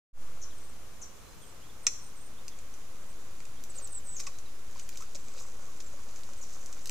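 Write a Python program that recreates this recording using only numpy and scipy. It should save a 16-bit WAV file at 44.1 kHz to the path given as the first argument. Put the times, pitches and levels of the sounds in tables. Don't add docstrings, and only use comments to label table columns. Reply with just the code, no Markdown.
import sys
import numpy as np
from scipy import signal
from scipy.fft import rfft, irfft
from scipy.io import wavfile
from scipy.ndimage import map_coordinates

SR = 44100
rng = np.random.default_rng(int(sys.argv[2]) if len(sys.argv) > 2 else 0)


def store_pcm(level_fs):
    pcm = np.round(np.clip(level_fs, -1, 1) * 32767).astype(np.int16)
    wavfile.write(sys.argv[1], SR, np.atleast_2d(pcm).T)


N = 304290
TIME = np.arange(N) / SR


def snap(level_db, tear_s, body_db, top_db, splinter_db=-8, knock_db=-11, ragged_db=2.5):
    # pitch_hz, width_hz, gain_db
    crack_modes = [(5445, 590, 1.5), (5370, 510, -3), (6330, 760, 1), (7250, 490, 4.5), (7760, 490, 0)]
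    # pitch_hz, width_hz, gain_db
    knock_modes = [(1310, 270, -15), (1960, 670, -1.5), (2550, 320, 4.5), (3700, 2100, -6)]
    t = TIME[:2048]
    jerks = np.interp(t, t[::48], rng.standard_normal(len(t[::48])))
    tearing = t / tear_s * np.exp(-t / tear_s) * from_db(ragged_db * jerks)
    fibres = rng.standard_normal((3, len(t))) * tearing
    tuning = (5800 + 23.5 * (-16.5 - level_db)) / 6050
    ring = resonate(fibres[0], crack_modes * np.array([tuning, 1, 1]))
    crack = band(ring + from_db(splinter_db) * fibres[0], 3490, 7370)
    knock = band(resonate(fibres[1], knock_modes) + from_db(knock_db) * fibres[1], 1180, 3800)
    crisp = band(fibres[2], 6200, 14200)
    wood = rms_one(crack) + from_db(body_db) * rms_one(knock) + from_db(top_db) * rms_one(crisp)
    return from_db(level_db) * wood * np.sqrt(0.0043 / t[-1])


def snaps():
    # start_s, level_db, rise_s, body_db, top_db (the last two relative to level_db)
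    bursts = [(1.867, -17, 0.0012, -12.5, -30), (2.4804, -41, .0008, -12, -12),
              (2.5882, -50, 0.00049, -9, -19), (2.739, -51.5, 0.00066, -16, -14),
              (3.403, -52.5, 0.00073, -1.5, -22), (3.4525, -50, .001, -12, -19),
              (3.6382, -45.5, 0.00044, -16, -6), (3.8733, -46.5, .0008, -22, -11),
              (4.194, -35, 0.0056, -11.5, -16), (4.266, -37, .003, -5, -20),
              (4.3862, -46.5, 0.00089, -19, -19), (4.7943, -43.5, .002, -11, -15),
              (4.8903, -45, 0.0011, -6, -4), (4.956, -53.5, .001, 0, -19), (4.9722, -42, 0.0011, -29, -12),
              (5.021, -47.5, 0.0013, -7, -8), (5.1477, -44.5, .0007, -20, -28),
              (5.1528, -41.5, 0.00082, -13, -24), (5.16, -45.5, 0.00064, -15, -19),
              (5.2825, -49, .001, -9, -21), (5.3996, -50, .001, -22, -24), (5.8024, -44, 0.0016, -12, -25),
              (6.1597, -48.5, .0008, -24, -26), (6.234, -50.5, 0.00058, -17, -20),
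              (6.3325, -51, 0.0012, -7, -14), (6.659, -45, .0008, -24, -9), (6.725, -45, 0.0026, -13, -15),
              (6.857, -41.5, 0.00058, -12, -7), (6.872, -41.5, 0.00078, -24, -7),
              (6.8947, -35, 0.00052, -8, -9.5)]
    out = np.zeros(N)
    for start_s, level_db, rise_s, body_db, top_db in bursts:
        add(out, start_s, snap(level_db, rise_s, body_db, top_db))
    return panned(out, 0.5)


def rustle():
    flicks = grains(per_s=1600, spread_db=4.5)
    ticks = grains(per_s=600, spread_db=4.0)
    leaves = rms_one(band(flicks, 5570, 7620) + from_db(-14.5) * band(flicks, 3300, 11000, order=1))
    stems = rms_one(resonate(ticks, [(2450, 380, -1.4), (3800, 490, -1.9), (4790, 530, 1.5)]))
    return rms_one(leaves + from_db(-6.5) * stems)


def water(slosh_gain, plop_db=6.5, shed_db=-4.5, plop_t60_s=0.045):
    # start_s, pitch_hz, level_db (before plop_db or shed_db)
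    plops = [(4.271, 1100, -45.5), (4.758, 1020, -49), (5.005, 1020, -51), (5.011, 1236, -50),
             (5.023, 1317, -48.5), (5.151, 573, -49), (5.365, 517, -51.5), (5.683, 1136, -57),
             (5.94, 550, -50.5), (5.987, 1100, -55), (6.312, 540, -51.5)]
    churn = resonate(grains(per_s=350, spread_db=6.0), [(508, 76, -3), (1070, 280, -8.5), (1373, 214, -8)])
    out = slosh_gain * rms_one(churn)
    for start_s, pitch_hz, level_db in plops:
        add(out, start_s, from_db(level_db + plop_db) * bubble(pitch_hz, plop_t60_s))
        for late, smallness in rng.random((3, 2)):
            shed = bubble(pitch_hz * (0.86 + 0.4 * smallness), plop_t60_s / 2)
            add(out, start_s + 0.032 * late, from_db(level_db + shed_db) * shed)
    return panned(out, 0)


def bubble(pitch_hz, t60_s, rise=0.024):
    t = TIME[:SR // 8]
    envelope = from_db(-60 * t / t60_s) * (1 - np.exp(-t / .001))
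    return envelope * np.sin(2 * np.pi * pitch_hz * t * (1 + rise * t / t60_s))


def gait(reach_s=.6):
    # peak_s, rustle_db, slosh_db
    steps = [(3.0, -81, -65.5), (3.33, -66, -64.5), (3.79, -55.5, -57.5), (4.23, -53.5, -60.5),
             (4.79, -56, -67), (5.0, -52.5, -77), (5.38, -52, -64), (5.66, -79, -62), (5.9, -79, -66),
             (6.15, -58, -79), (6.3, -64, -64), (6.54, -54, -62), (6.73, -57.5, -62), (6.89, -54, -70)]
    # time_s, rustle_db, slosh_db
    wading = [(0, -83, -64), (.5, -65, -68), (.8, -73, -67), (1.3, -70, -68.5), (2.3, -80, -73),
              (2.6, -68, -70), (4.5, -65.5, -85), (5.5, -63, -66), (6.9, -60, -72)]
    rustle_power, slosh_power = from_db(in_time(wading)) ** 2
    brushing = swell(reach_s, attack_s=0.072, release_s=0.07)
    surge = swell(reach_s, attack_s=0.068, release_s=0.13)
    for peak_s, rustle_db, slosh_db in steps:
        add(rustle_power, peak_s - reach_s, (from_db(rustle_db) * brushing) ** 2)
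        add(slosh_power, peak_s - reach_s, (from_db(slosh_db) * surge) ** 2)
    return np.sqrt(rustle_power), np.sqrt(slosh_power)


def near_bird():
    # start_s, level_db (before the mix gains)
    chip_cues = [(.414, -52.5), (1.013, -51.5), (4.159, -48.5), (6.41, -55)]
    whistles = panned(song(whistle_notes(), waver=0.0079, flutter_db=4.0), -5.5)
    chip_hz = arch(length_s=.031, crest_hz=6780, fall_hz=1480)
    chip_notes = [(start_s, chip_hz, level_db) for start_s, level_db in chip_cues]
    chips = panned(song(chip_notes, waver=0.072, flutter_db=3.5), 1.9)
    direct = from_db(1) * whistles + from_db(4) * chips
    leaf_echo = from_db(-7) * scatter(whistles, build_s=.003, t60_s=.08)
    chip_tail = from_db(3.5) * band(scatter(chips, build_s=0.0022, t60_s=0.25), 4500, 9200, order=1)
    return direct + leaf_echo + chip_tail


def whistle_notes(stray_hz=130, note_s=.052, solo_max_s=.075):
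    # start_s, length_s, crest_hz, fall_hz, level_db (before the mix gains)
    whistles = [(0.554, 0.17, 8370, 500, -65.5), (1.41, 0.1, 8600, 1000, -64),
                (1.826, 0.037, 8660, 700, -61), (2.018, 0.078, 8680, 600, -61.5),
                (2.153, 0.14, 8520, 300, -63), (3.085, 0.04, 8400, 900, -65.5),
                (3.689, 0.038, 8170, 2000, -54), (3.75, 0.043, 8340, 1990, -48.5),
                (3.816, 0.05, 8370, 1250, -47.5), (3.891, 0.063, 8250, 755, -51),
                (3.936, 0.06, 8000, 794, -45.5), (4.041, 0.038, 8300, 200, -55),
                (4.07, 0.051, 8020, 300, -47.5), (4.122, 0.04, 7970, 650, -48),
                (4.817, 0.026, 8100, 300, -59), (5.183, 0.33, 7870, 600, -68),
                (5.844, 0.036, 7620, 550, -58.5), (6.368, .027, 8200, 500, -63)]
    notes = []
    for start_s, length_s, crest_hz, fall_hz, level_db in whistles:
        count = 1 if length_s < solo_max_s else round(length_s / note_s)
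        for k in range(count):
            stray = stray_hz * rng.standard_normal() * (count > 1)
            path_hz = arch(length_s / count, crest_hz + stray, fall_hz)
            notes.append((start_s + k * length_s / count, path_hz, level_db))
    return notes


def arch(length_s, crest_hz, fall_hz, crest_at=0.246):
    return crest_hz - fall_hz * ((progress(length_s) - crest_at) / (1 - crest_at)) ** 2


def far_bird(slur_s=.04, slur_db=-68.5, held_start_s=1.19, held_s=.22, held_hz=4080, held_db=-75.5):
    # start_s, middle_hz, glide_hz
    slurs = [(.5, 3480, -1000), (1.415, 3300, -400), (1.62, 3290, 600), (1.675, 3500, -300),
             (2.365, 3460, 500), (2.51, 3400, -500), (3.563, 3450, 830), (4.325, 3900, 500),
             (4.449, 3930, -740)]
    glide = progress(slur_s) - .5
    notes = [(start_s, middle_hz + glide_hz * glide, slur_db) for start_s, middle_hz, glide_hz in slurs]
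    held_note = (held_start_s, np.full(round(held_s * SR), held_hz), held_db)
    held = song([held_note], waver=0.0068, flutter_db=3.0)
    calls = panned(song(notes, waver=0.03, flutter_db=5.0) + held, 0)
    return from_db(3) * calls + from_db(-5) * scatter(calls, build_s=0.0091, t60_s=0.33)


def song(notes, waver, flutter_db, taper=0.49):
    out, tremble, flutter = np.zeros(N), drift(580), drift(130)
    for start_s, path_hz, level_db in notes:
        span = round(start_s * SR) + np.arange(len(path_hz))
        envelope = np.abs(np.sin(np.linspace(0, np.pi, len(path_hz)))) ** taper
        loudness = envelope * from_db(flutter_db * flutter[span])
        phase = 2 * np.pi * np.cumsum(path_hz * (1 + waver * tremble[span])) / SR
        add(out, start_s, from_db(level_db) * rms_one(loudness * np.sin(phase)))
    return out


def scatter(x, build_s, t60_s):
    t = TIME[:SR // 2]
    envelope = from_db(-60 * t / t60_s) * (1 - np.exp(-(t / build_s) ** 2))
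    echoes = rng.standard_normal((2, len(t))) * envelope
    echoes /= np.sqrt(np.sum(echoes ** 2, axis=1, keepdims=True))
    return signal.fftconvolve(x, echoes, axes=1)[:, :N]


def air(hiss_db=-51, whine_db=-81):
    # frequency_hz, relative_db
    spectrum = [(12, -46), (20, 1), (31, -8), (54, -11.5), (266, -22), (519, -26), (906, -27.5),
                (1130, -24.5), (1920, -31), (2210, -30.5), (4430, -35), (6360, -34.5), (8880, -37),
                (14300, -40.5), (15500, -44.5)]
    # frequency_hz, correlation
    likeness = [(20, -0.5), (60, .5), (150, 0.2), (500, 0.19), (1300, 0.41), (3000, 0.02), (14000, 0.19)]
    # frequency_hz, left_over_right_db
    lean = [(40, 0.5), (200, -3.5), (700, -2), (2400, -1.5), (6000, 0), (15000, -1)]
    hz = np.maximum(np.arange(N // 2 + 1) * SR / N, 1)
    mid, side = rfft(rng.standard_normal((2, N)))
    alike = np.clip(at_hz(likeness, hz), -1, 1)
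    sides = np.array([[1], [-1]])
    noise = np.sqrt(1 + alike) * mid + sides * np.sqrt(1 - alike) * side
    colour = from_db(at_hz(spectrum, hz) + sides * at_hz(lean, hz) / 2)
    hiss = rms_one(irfft(colour * noise, N))
    housing = resonate(hiss, [(477, 133, -5.5), (1210, 870, -16), (6600, 1400, -6.5)])
    whine = sum(np.sqrt(2) * np.sin(2 * np.pi * f * TIME + .5 * drift(21)) for f in (9840, 9800))
    return from_db(hiss_db) * (hiss + housing) + from_db(whine_db) * whine


def grains(per_s, spread_db):
    sizes = from_db(spread_db * np.minimum(rng.exponential(1, N), 4)) * rng.choice([-1, 1], N)
    return sizes * (rng.random(N) < per_s * from_db(3 * drift(35)) / SR)


def resonate(x, modes):
    out = 0
    for k, (pitch_hz, width_hz, gain_db) in enumerate(modes):
        radius = np.exp(-np.pi * width_hz / SR)
        feed = np.array([1, 0, -1]) * (1 - radius ** 2) / 2
        feedback = [1, -2 * radius * np.cos(2 * np.pi * pitch_hz / SR), radius ** 2]
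        out = out + (-1) ** k * from_db(gain_db) * signal.lfilter(feed, feedback, x + 1e-18)
    return out


def band(x, low_hz, high_hz, order=2):
    sos = signal.butter(order, [low_hz, min(high_hz, .47 * SR)], "band", fs=SR, output="sos")
    return signal.sosfilt(sos, x)


def swell(reach_s, attack_s, release_s):
    t = np.arange(-reach_s, reach_s, 1 / SR)
    return np.exp(-np.maximum(-t / attack_s, t / release_s))


def drift(per_s):
    knots = rng.standard_normal(4096)
    return rms_one(np.interp(TIME * per_s, np.arange(len(knots)), knots))


def progress(length_s):
    return np.linspace(0, 1, round(length_s * SR))


def in_time(rows):
    time_s, *columns = np.transpose(rows)
    return [np.interp(TIME, time_s, column) for column in columns]


def at_hz(points, hz):
    knots_hz, values = np.transpose(points)
    return np.interp(np.log(hz), np.log(knots_hz), values)


def from_db(db):
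    return 10 ** (np.asarray(db) / 20)


def rms_one(x):
    return x / np.sqrt(np.mean(x ** 2) + 1e-20)


def panned(x, db):
    return x * from_db([[db / 2], [-db / 2]])


def add(out, start_s, x):
    i = max(round(start_s * SR), 0)
    out[..., i:i + x.shape[-1]] += x[..., :max(N - i, 0)]


def scene():
    # time_s, left_lag_samples
    bearing = [(0, 1), (2.5, 0.73), (4.3, 0), (6.9, 0.35)]
    left_lag, = in_time(bearing)
    rustle_gain, slosh_gain = gait()
    bear = snaps() + panned(rustle_gain * rustle(), 0.59) + water(slosh_gain)
    bear[0] = map_coordinates(bear[0], [np.arange(N) - left_lag], order=3)
    brush = from_db(-4) * scatter(bear, build_s=0.00086, t60_s=0.075)
    forest = from_db(-13) * band(scatter(bear, build_s=0.033, t60_s=0.48), 4000, 20000, order=1)
    return bear + brush + forest + near_bird() + far_bird() + air()


def record(dry, wake_s=0.13, fade_s=0.091, bias_start=0.046, settle_s=1.263, cutoff_hz=15500):
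    awake = np.clip((TIME - wake_s) / fade_s, 0, 1)
    bias_rest = np.array([[-0.036], [-0.034]])
    bias = bias_rest + (bias_start - bias_rest) * np.exp(-(TIME - wake_s - fade_s) / settle_s)
    low_pass = signal.ellip(10, .1, 80, cutoff_hz, fs=SR, output="sos")
    return signal.sosfilt(low_pass, awake * (dry + bias))


dry = scene()
out = record(dry)
store_pcm(out)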